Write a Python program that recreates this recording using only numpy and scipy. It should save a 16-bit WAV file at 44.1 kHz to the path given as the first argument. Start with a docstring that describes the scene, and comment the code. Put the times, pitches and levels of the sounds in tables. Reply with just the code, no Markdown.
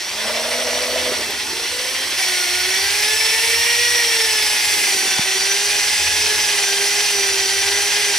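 """A corded drill spins a mixing paddle in a plastic bucket of thick liquid, over a low workshop drone.
It starts slowly: gears and motor whine over brush hiss, and the paddle churns bubbles at the surface.
By 1.4 s the paddle sinks and the vortex gulps air. At 2.2 s the sound cuts abruptly to the drill
running faster and louder; it sags and rises with the load. Near 5 s the microphone moves in
over the bucket, with a last gulp, a soft bump and a short knock."""
import sys
import numpy as np
from scipy import signal
from scipy.fft import rfft, irfft, next_fast_len
from scipy.io import wavfile
from scipy.ndimage import uniform_filter1d, map_coordinates

SR = 44100
rng = np.random.default_rng(int(sys.argv[2]) if len(sys.argv) > 2 else 0)


def wrap_up_sound(samples):
    """Save the sound to the file named by the first command line argument, as 16-bit audio."""
    columns = np.atleast_2d(samples).T
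    # keep every value between -1 and 1, then stretch to whole-number steps
    tamed = np.clip(columns, -1, 1)
    steps = np.round(tamed * 32767).astype(np.int16)
    wavfile.write(sys.argv[1], SR, steps)


N = 360826
TIME = np.arange(N) / SR
LAYSHAFT_RATIO, PADDLE_RATIO = .228, .0262  # turns per rotor turn
MAINS_HZ, WORKING_HZ = 60, 400

# room drone: f/Hz, relative level/dB
DRONE_SPECTRUM = [(20, -32), (45, -10), (66, -17), (80, 4.5), (90, -8.5), (105, -10.5), (170, -26),
                  (400, -8), (1500, -66)]
# room drone: t/s, relative level/dB
DRONE_ENVELOPE = [(0.0, -57), (1.23, -49.5), (2.44, -57), (2.89, -50), (3.96, -49.5), (4.88, -56.5),
                  (5.6, -64), (5.76, -49), (6.38, -45.5), (6.74, -59), (7.29, -52), (8.18, -55)]
# room field: f/Hz, left-right correlation
STEREO_CORRELATION = [(60, 1), (250, 0.99), (700, 0.96), (1400, 0.89), (2800, 0.66), (5600, 0.9),
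                      (9000, 0.25), (14000, 0.37)]
# channel balance: f/Hz, left minus right/dB
STEREO_BALANCE = [(60, 0), (400, 0.2), (1200, -1), (2400, -1), (5000, -1.3), (10000, -1.2), (15000, 1.5)]
# blows on the microphone body: t/s, level before low cut/dB, f/Hz, t60/s
MIC_BUMPS = [(4.67, -27, 90, 0.036), (5.193, -7, 193, 0.012)]
# four high droplet ticks, and a short knock with the bump at 5.2 s: t/s, level/dB, f/Hz, t60/s
TICKS_AND_KNOCK = [(.55, -32, 10500, .03), (1.305, -25, 12400, 0.022), (4.43, -20, 13800, 0.013),
                   (4.72, -28, 12800, .01), (5.185, -16, 860, 0.031)]
# big air pockets in the vortex: f/Hz, relative level/dB
SLOSH_SPECTRUM = [(190, -16), (250, -9), (310, -7), (400, 5)]
# vortex gulps: centre t/s, length/s, lift/dB
VORTEX_GULPS = [(1.274, 1, 13), (2.124, 0.33, 9), (4.985, 0.78, 12.5)]
# bubbles churned in by the blades: f/Hz, relative level/dB
CHURN_SPECTRUM = [(420, -28), (520, -2.5), (605, -4.5), (660, 2), (750, -27.5), (850, -34)]
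# splashes and bursting froth: f/Hz, relative level/dB
FROTH_SPECTRUM = [(750, 6), (1100, 0.5), (1600, -1), (3000, -6.5), (6000, -22)]
# rotor speed under load, slow run: t/s, f/Hz
SLOW_SPEED = [(0.0, 173.2), (0.03, 183.6), (0.23, 218.2), (0.52, 241.9), (1.07, 251.4), (1.12, 247.0),
              (1.36, 204.9), (1.78, 249.3), (2.15, 270.1)]
# rotor speed under load, fast run: t/s, f/Hz
FAST_SPEED = [(2.19, 388.6), (2.29, 370.2), (2.46, 357.5), (2.65, 366.7), (3.11, 431.7), (3.81, 477.8),
              (3.94, 480.1), (4.44, 423.7), (4.83, 414.3), (4.96, 384.8), (5.39, 383.8), (5.63, 406.3),
              (6.29, 424.0), (6.41, 420.0), (6.69, 396.0), (7.06, 413.0), (7.23, 394.7), (7.48, 388.6),
              (8.0, 412.9), (8.18, 394.2)]
# once-a-turn hum, fast run: t/s, relative level/dB
HUM_ENVELOPE = [(2.25, -48), (2.31, -37), (4.3, -33), (4.61, -44), (4.73, -38), (5.09, -40.5), (5.6, -34),
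                (6.03, -44.5), (6.31, -32.5), (6.39, -40), (6.84, -30.5), (7.01, -34.5), (7.27, -30.5),
                (8.11, -32.5), (8.18, -43)]
# gear, slot and commutator tones: rotor order, relative level/dB, sideband depth, roughness
WHINE_ORDERS = [(3, -28, .5, .3), (4, -17, .5, .15), (5, -21, .9, .3), (6, -21, .8, .25), (7, -28, 1, .5),
                (8, -26, .8, .25), (9, -25.5, .6, .3), (11, -28, .8, .4), (12, -18.6, .45, .2),
                (15, -26.5, .7, .9), (16, -30, .7, .9), (18, -21.5, .6, .3), (19, -32, 1, 1.2),
                (23.5, -30, 1.3, 1.5), (24, -23.8, 1.0, .5), (30, -24, .7, .3), (34, -28, 1.2, .6),
                (36, -24.5, 1.0, .4), (42, -26, 1, .6)]
# housing radiation: f/Hz, relative level/dB
HOUSING_SPECTRUM = [(120, -27), (300, -16.5), (600, -14.5), (1250, -12.5), (1500, -7.5), (1800, -0.5),
                    (2800, 0.5), (3900, -2), (5000, -1.5), (6050, -2), (6600, -8.5), (9900, -9.5),
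                    (11800, -18), (15800, -24.5)]
# housing and bucket resonances: f/Hz, width/Hz, far lift/dB, near lift/dB
HOUSING_MODES = [(910, 270, 8, 8.5), (1446, 32, 9, 8), (1735, 34, 4.5, 2), (1915, 54, 4, 0.5),
                 (2060, 204, 6.5, 4), (2140, 150, -3, -3), (2290, 57, 5.5, 0.5), (2590, 74, 3.5, 4.5),
                 (3170, 66, 3.5, 5), (3360, 230, 2.5, -1.5), (3457, 21, 10.5, 11), (4390, 750, 5, 4),
                 (5265, 155, 4.5, 4.5), (5660, 340, 5, -1), (5850, 470, 2.5, 8.5), (7080, 260, 0, 3.5),
                 (8500, 1550, 3.5, 3), (9360, 410, -2, 1), (10400, 990, 3, 0), (13800, 3200, 8.5, 4.5)]


def from_db(db):
    """Decibels to gain."""
    return 10 ** (np.asarray(db) / 20)


def rms_one(x):
    """Scale to unit rms."""
    return x / np.sqrt(np.mean(np.abs(x) ** 2) + 1e-20)


def in_time(points):
    """Curve value at every sample."""
    return np.interp(TIME, *np.transpose(points))


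def at_hz(points, hz):
    """Interpolate on a log-frequency axis."""
    knots_hz, values = np.transpose(points)
    return np.interp(np.log(np.maximum(hz, 1)), np.log(knots_hz), values)


def bell(hz, centre_hz, width_hz):
    """Resonance curve, peak 1."""
    return 1 / (1 + (2 * (hz - centre_hz) / width_hz) ** 2)


def drift(rate_hz):
    """Smooth random wander, rms 1."""
    control_hz = 400
    noise = rng.standard_normal(int(N / SR * control_hz) + 800)
    pole = np.exp(-2 * np.pi * rate_hz / control_hz)
    slow = signal.lfilter([1], [1, -2 * pole, pole * pole], noise)[790:]
    return np.interp(TIME * control_hz, np.arange(len(slow)), rms_one(slow))


def coloured(x, gain_at):
    """FFT filter with response gain_at(hz)."""
    size = next_fast_len(N + 4096)
    hz = np.arange(size // 2 + 1) * SR / size
    return irfft(rfft(x, size) * gain_at(hz), size)[..., :N]


def low_cut(x, hz):
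    """Second-order high-pass."""
    return signal.sosfilt(signal.butter(2, hz, "high", fs=SR, output="sos"), x)


def ring(clicks, hz, t60_s):
    """Each click starts a damped sine."""
    radius, step = from_db(-60 / (t60_s * SR)), 2 * np.pi * hz / SR
    return signal.lfilter([0, np.sin(step)], [1, -2 * radius * np.cos(step), radius ** 2], clicks + 1e-18)


def taps(rows):
    """One damped tone per light blow."""
    return sum(from_db(db) * ring(signal.unit_impulse(N, round(t_s * SR)), hz, t60_s)
               for t_s, db, hz, t60_s in rows)


def at_surface(start_s=.095, attack_s=.17, sink_s=1.09, release_s=.34):
    """1 with the paddle beating at the surface, 0 when sunk."""
    return np.clip(np.minimum((TIME - start_s) / attack_s, 1 - (TIME - sink_s) / release_s), 0, 1)


def cut_to_fast(start_s=2.165, crossfade_s=.025):
    """0 in the slow run, 1 in the fast run."""
    return np.clip((TIME - start_s) / crossfade_s, 0, 1)


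def closeness(start_s=4.62, move_s=.55):
    """Microphone position: 0 far, 1 over the bucket."""
    return np.clip((TIME - start_s) / move_s, 0, 1)


def octaves(rotor_hz):
    """Speed doublings above working speed."""
    return np.log2(rotor_hz / WORKING_HZ)


def room_drone(trim_db=4.5):
    """Low noise, strongest near 80 Hz."""
    noise = coloured(rng.standard_normal(N), lambda hz: from_db(at_hz(DRONE_SPECTRUM, hz)))
    return from_db(in_time(DRONE_ENVELOPE) + trim_db) * rms_one(noise)


def workshop(direct, sway_s=.0005, spread_s=.0043, left_lead_s=17e-6):
    """Mono to stereo: common direct sound; scattered reflections shift as hands and microphone sway."""
    swayed = map_coordinates(direct, [(TIME - sway_s * drift(3)) * SR], order=3, mode="nearest")
    bands_hz = np.linspace(0, SR / 2, 400)
    delays_s = spread_s * rng.exponential(1, len(bands_hz))

    def scatter(hz):
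        correlation = np.clip(at_hz(STEREO_CORRELATION, hz), 0, .999)
        phase = -2 * np.pi * np.cumsum(np.interp(hz, bands_hz, delays_s)) * hz[1]
        return np.exp(1j * phase) * np.sqrt((1 - correlation) / (1 + correlation))

    def mic_ports(hz):
        share = np.array([[.5], [-.5]])
        return from_db(at_hz(STEREO_BALANCE, hz) * share) * np.exp(2j * np.pi * hz * left_lead_s * share)

    side = coloured(swayed, scatter)
    return coloured(np.array([direct + side, direct - side]), mic_ports)


def mic_bumps():
    """Handling thumps; the microphone body passes little deep bass."""
    return low_cut(taps(MIC_BUMPS), hz=110)


def bubbles(spectrum, per_s, t60_cycles, spread_db, clump_db, count=24):
    """Bubbles form in clumps, each ringing at one of count pitches; rms 1."""
    sizes = from_db(spread_db * np.minimum(rng.exponential(1, N), 4)) * rng.choice([-1, 1], N)
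    clicks = sizes * (rng.random(N) < per_s * from_db(clump_db * drift(10)) / SR)
    pitches_hz = np.geomspace(spectrum[0][0], spectrum[-1][0], count)
    pitch_index = rng.integers(0, count, N)
    rings = sum(from_db(at_hz(spectrum, hz)) * hz * ring(clicks * (pitch_index == k), hz, t60_cycles / hz)
                for k, hz in enumerate(pitches_hz))
    return rms_one(low_cut(rings, .8 * pitches_hz[0]))


def liquid(bucket_hz=612, width_hz=35):
    """The vortex gulps air, churned bubbles ring the bucket's air space, froth bursts on top."""
    gulp_db = sum(db * np.exp(-(2 * (TIME - t_s) / length_s) ** 2) for t_s, length_s, db in VORTEX_GULPS)
    slosh = bubbles(SLOSH_SPECTRUM, per_s=300, t60_cycles=17.3, spread_db=.5, clump_db=-.5)
    churn = bubbles(CHURN_SPECTRUM, per_s=1200, t60_cycles=31, spread_db=1, clump_db=1.5)
    hollow = rms_one(coloured(churn, lambda hz: 1 + 1.5 / (1 + 2j * (hz - bucket_hz) / width_hz)))
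    froth = bubbles(FROTH_SPECTRUM, per_s=1600, t60_cycles=14.7, spread_db=0, clump_db=.5)
    return (from_db(-51 + gulp_db) * slosh
            + from_db(-47.5 + 18.5 * at_surface()) * hollow
            + from_db(-37.5 + 6.5 * at_surface()) * froth)


def motor_speed():
    """Rotor speed in Hz: the slow run, then an abrupt jump to the fast one."""
    slow_hz, fast_hz = in_time(SLOW_SPEED), in_time(FAST_SPEED)
    return slow_hz + cut_to_fast() * (fast_hz - slow_hz)


def mains_pulse():
    """One cosine cycle per mains half cycle."""
    return np.cos(2 * np.pi * 2 * MAINS_HZ * TIME)


def tooth_errors(angle, harmonics=5):
    """Uneven gear teeth: a random complex pattern repeating each turn."""
    grid = np.linspace(0, 2 * np.pi, 256)
    orders = np.r_[-harmonics:0, 1:harmonics + 1]
    weights = np.exp(2j * np.pi * rng.random(2 * harmonics)) / np.sqrt(np.abs(orders))
    pattern = rms_one(weights @ np.exp(1j * np.outer(orders, grid)))
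    turn = angle / (2 * np.pi) % 1
    return pattern[(turn * (len(grid) - 1)).astype(int)]


def hum(angle, rotor_hz, free_run_hz=447, jitter_rad=.29, ripple=.14):
    """Unbalanced rotor and layshaft shake the tool; motor torque ripples with the mains."""
    surface, fast, lay_angle = at_surface(), cut_to_fast(), LAYSHAFT_RATIO * angle
    once_db = fast * (in_time(HUM_ENVELOPE) - .8) + (1 - fast) * (-57 + 15.5 * surface)
    once = from_db(once_db + 2.5 * drift(21)) * (np.sin(angle) + .091 * np.sin(angle + lay_angle))
    fade_db = .2 * np.maximum(rotor_hz - free_run_hz, 0)
    wall_db = 10.3 * bell(2 * rotor_hz, centre_hz=498, width_hz=23)  # bucket wall resonance
    gear_load = 1 + .37 * (1 - surface) * tooth_errors(lay_angle, harmonics=1)
    twice_db = -40 + 8 * octaves(rotor_hz) - fade_db + 4.5 * surface + wall_db + 3 * drift(29)
    twice = from_db(twice_db) * (np.exp(1j * (2 * angle + jitter_rad * drift(28))) * gear_load).real
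    layshaft = from_db(-67.5 + 11 * closeness()) * (np.sin(lay_angle) + np.sin(2 * lay_angle))
    torque = 1 + ripple * mains_pulse()
    return np.sqrt(2) * ((once + twice) * torque + layshaft)


def rattle(angle, blade_db=2, clack_db=-15.5, clacks_per_s=900, split_hz=4200):
    """Brush hiss and gear backlash; the low band surges as each of two blades meets the liquid."""
    paddle_angle = PADDLE_RATIO * angle + .3 * drift(2)
    load_db = blade_db * np.cos(2 * paddle_angle) + .5 * np.cos(paddle_angle) + drift(24)
    hiss = rng.standard_normal(N) * from_db(np.cos(angle))
    clacks = rms_one((rng.random(N) < clacks_per_s / SR) * rng.standard_normal(N))
    noise = hiss + from_db(clack_db) * clacks
    low = signal.sosfiltfilt(signal.butter(2, split_hz, fs=SR, output="sos"), noise)
    return rms_one(low * from_db(load_db) + (noise - low) * from_db(.059 * load_db))


def tone_lift_db(order, rotor_hz):
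    """Tone level against speed; gears and slots sing out as the motor runs free."""
    if order < 12:  # gears
        return .3 + .084 * np.maximum(rotor_hz - 442, 0) + 3 * octaves(rotor_hz)
    if order == 12:  # rotor slots
        return .23 + .038 * np.maximum(rotor_hz - 413, 0) + 4 * octaves(rotor_hz)
    if order < 30:  # commutator
        return 3.5 - .6 * closeness() + 6 * octaves(rotor_hz)
    return -.5 - 4.5 * octaves(rotor_hz)  # overtones


def whine(angle, rotor_hz, jitter_rad=.012, flutter_db=2.3, top_hz=11800):
    """Rotor orders, spread into sidebands by the layshaft wheel and roughened by uneven contact."""
    shaken = angle + jitter_rad * drift(8.4)
    tones = 0
    for order, db, sideband_depth, roughness in WHINE_ORDERS:
        contact = roughness * rms_one(drift(70) + 1j * drift(70))
        sidebands = sideband_depth * tooth_errors(LAYSHAFT_RATIO * angle)
        tone = np.exp(1j * order * shaken) * (1 + contact + sidebands)
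        level_db = db + tone_lift_db(order, rotor_hz) + flutter_db * drift(11.4)
        tones += np.sqrt(2) * from_db(level_db) * tone.real
    return coloured(tones, lambda hz: 1 / (1 + (hz / top_hz) ** 20))


def housing(hz, near):
    """Resonant shell response, near or far; rms 1."""
    lift_db = sum((near_db if near else far_db) * bell(hz, centre_hz, width_hz)
                  for centre_hz, width_hz, far_db, near_db in HOUSING_MODES)
    return rms_one(from_db(at_hz(HOUSING_SPECTRUM, hz) + lift_db))


def drill(angle, rotor_hz, surge_db=.6, treble_hz=7500):
    """Rattle and whine pulse with the mains and leave the housing, louder and brighter with speed."""
    inside = rms_one(rattle(angle) + whine(angle, rotor_hz)) * from_db(surge_db * mains_pulse())
    far = coloured(inside, lambda hz: housing(hz, near=False))
    near = coloured(inside, lambda hz: housing(hz, near=True))
    shell = far + closeness() * (near - far)
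    shell /= np.sqrt(uniform_filter1d(shell ** 2, SR // 3))  # rms 1 over 1/3 s
    treble = coloured(shell, lambda hz: 1 / (1 + (treble_hz / (hz + 1)) ** 8))
    passing_db = 2.5 * np.sin(np.pi * closeness())  # brighter while the microphone moves
    treble_db = 2.8 + 2.5 * octaves(rotor_hz) + passing_db
    level_db = -18.5 + 6.5 * octaves(rotor_hz) + .6 * at_surface()
    return from_db(level_db) * (shell + treble * (from_db(treble_db) - 1))


def scene():
    """One rotor angle drives the whole tool; drone, liquid, ticks, knock and bumps join it."""
    rotor_hz = motor_speed()
    angle = 2 * np.pi * np.cumsum(rotor_hz * (1 + .00152 * drift(6.57))) / SR
    direct = room_drone() + drill(angle, rotor_hz) + hum(angle, rotor_hz) + liquid()
    return workshop(direct) + taps(TICKS_AND_KNOCK) + mic_bumps()


def record(dry):
    """Steep low-pass at 15.6 kHz."""
    return signal.sosfilt(signal.ellip(12, .1, 80, 15600, fs=SR, output="sos"), dry)


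dry = scene()
out = record(dry)
wrap_up_sound(out)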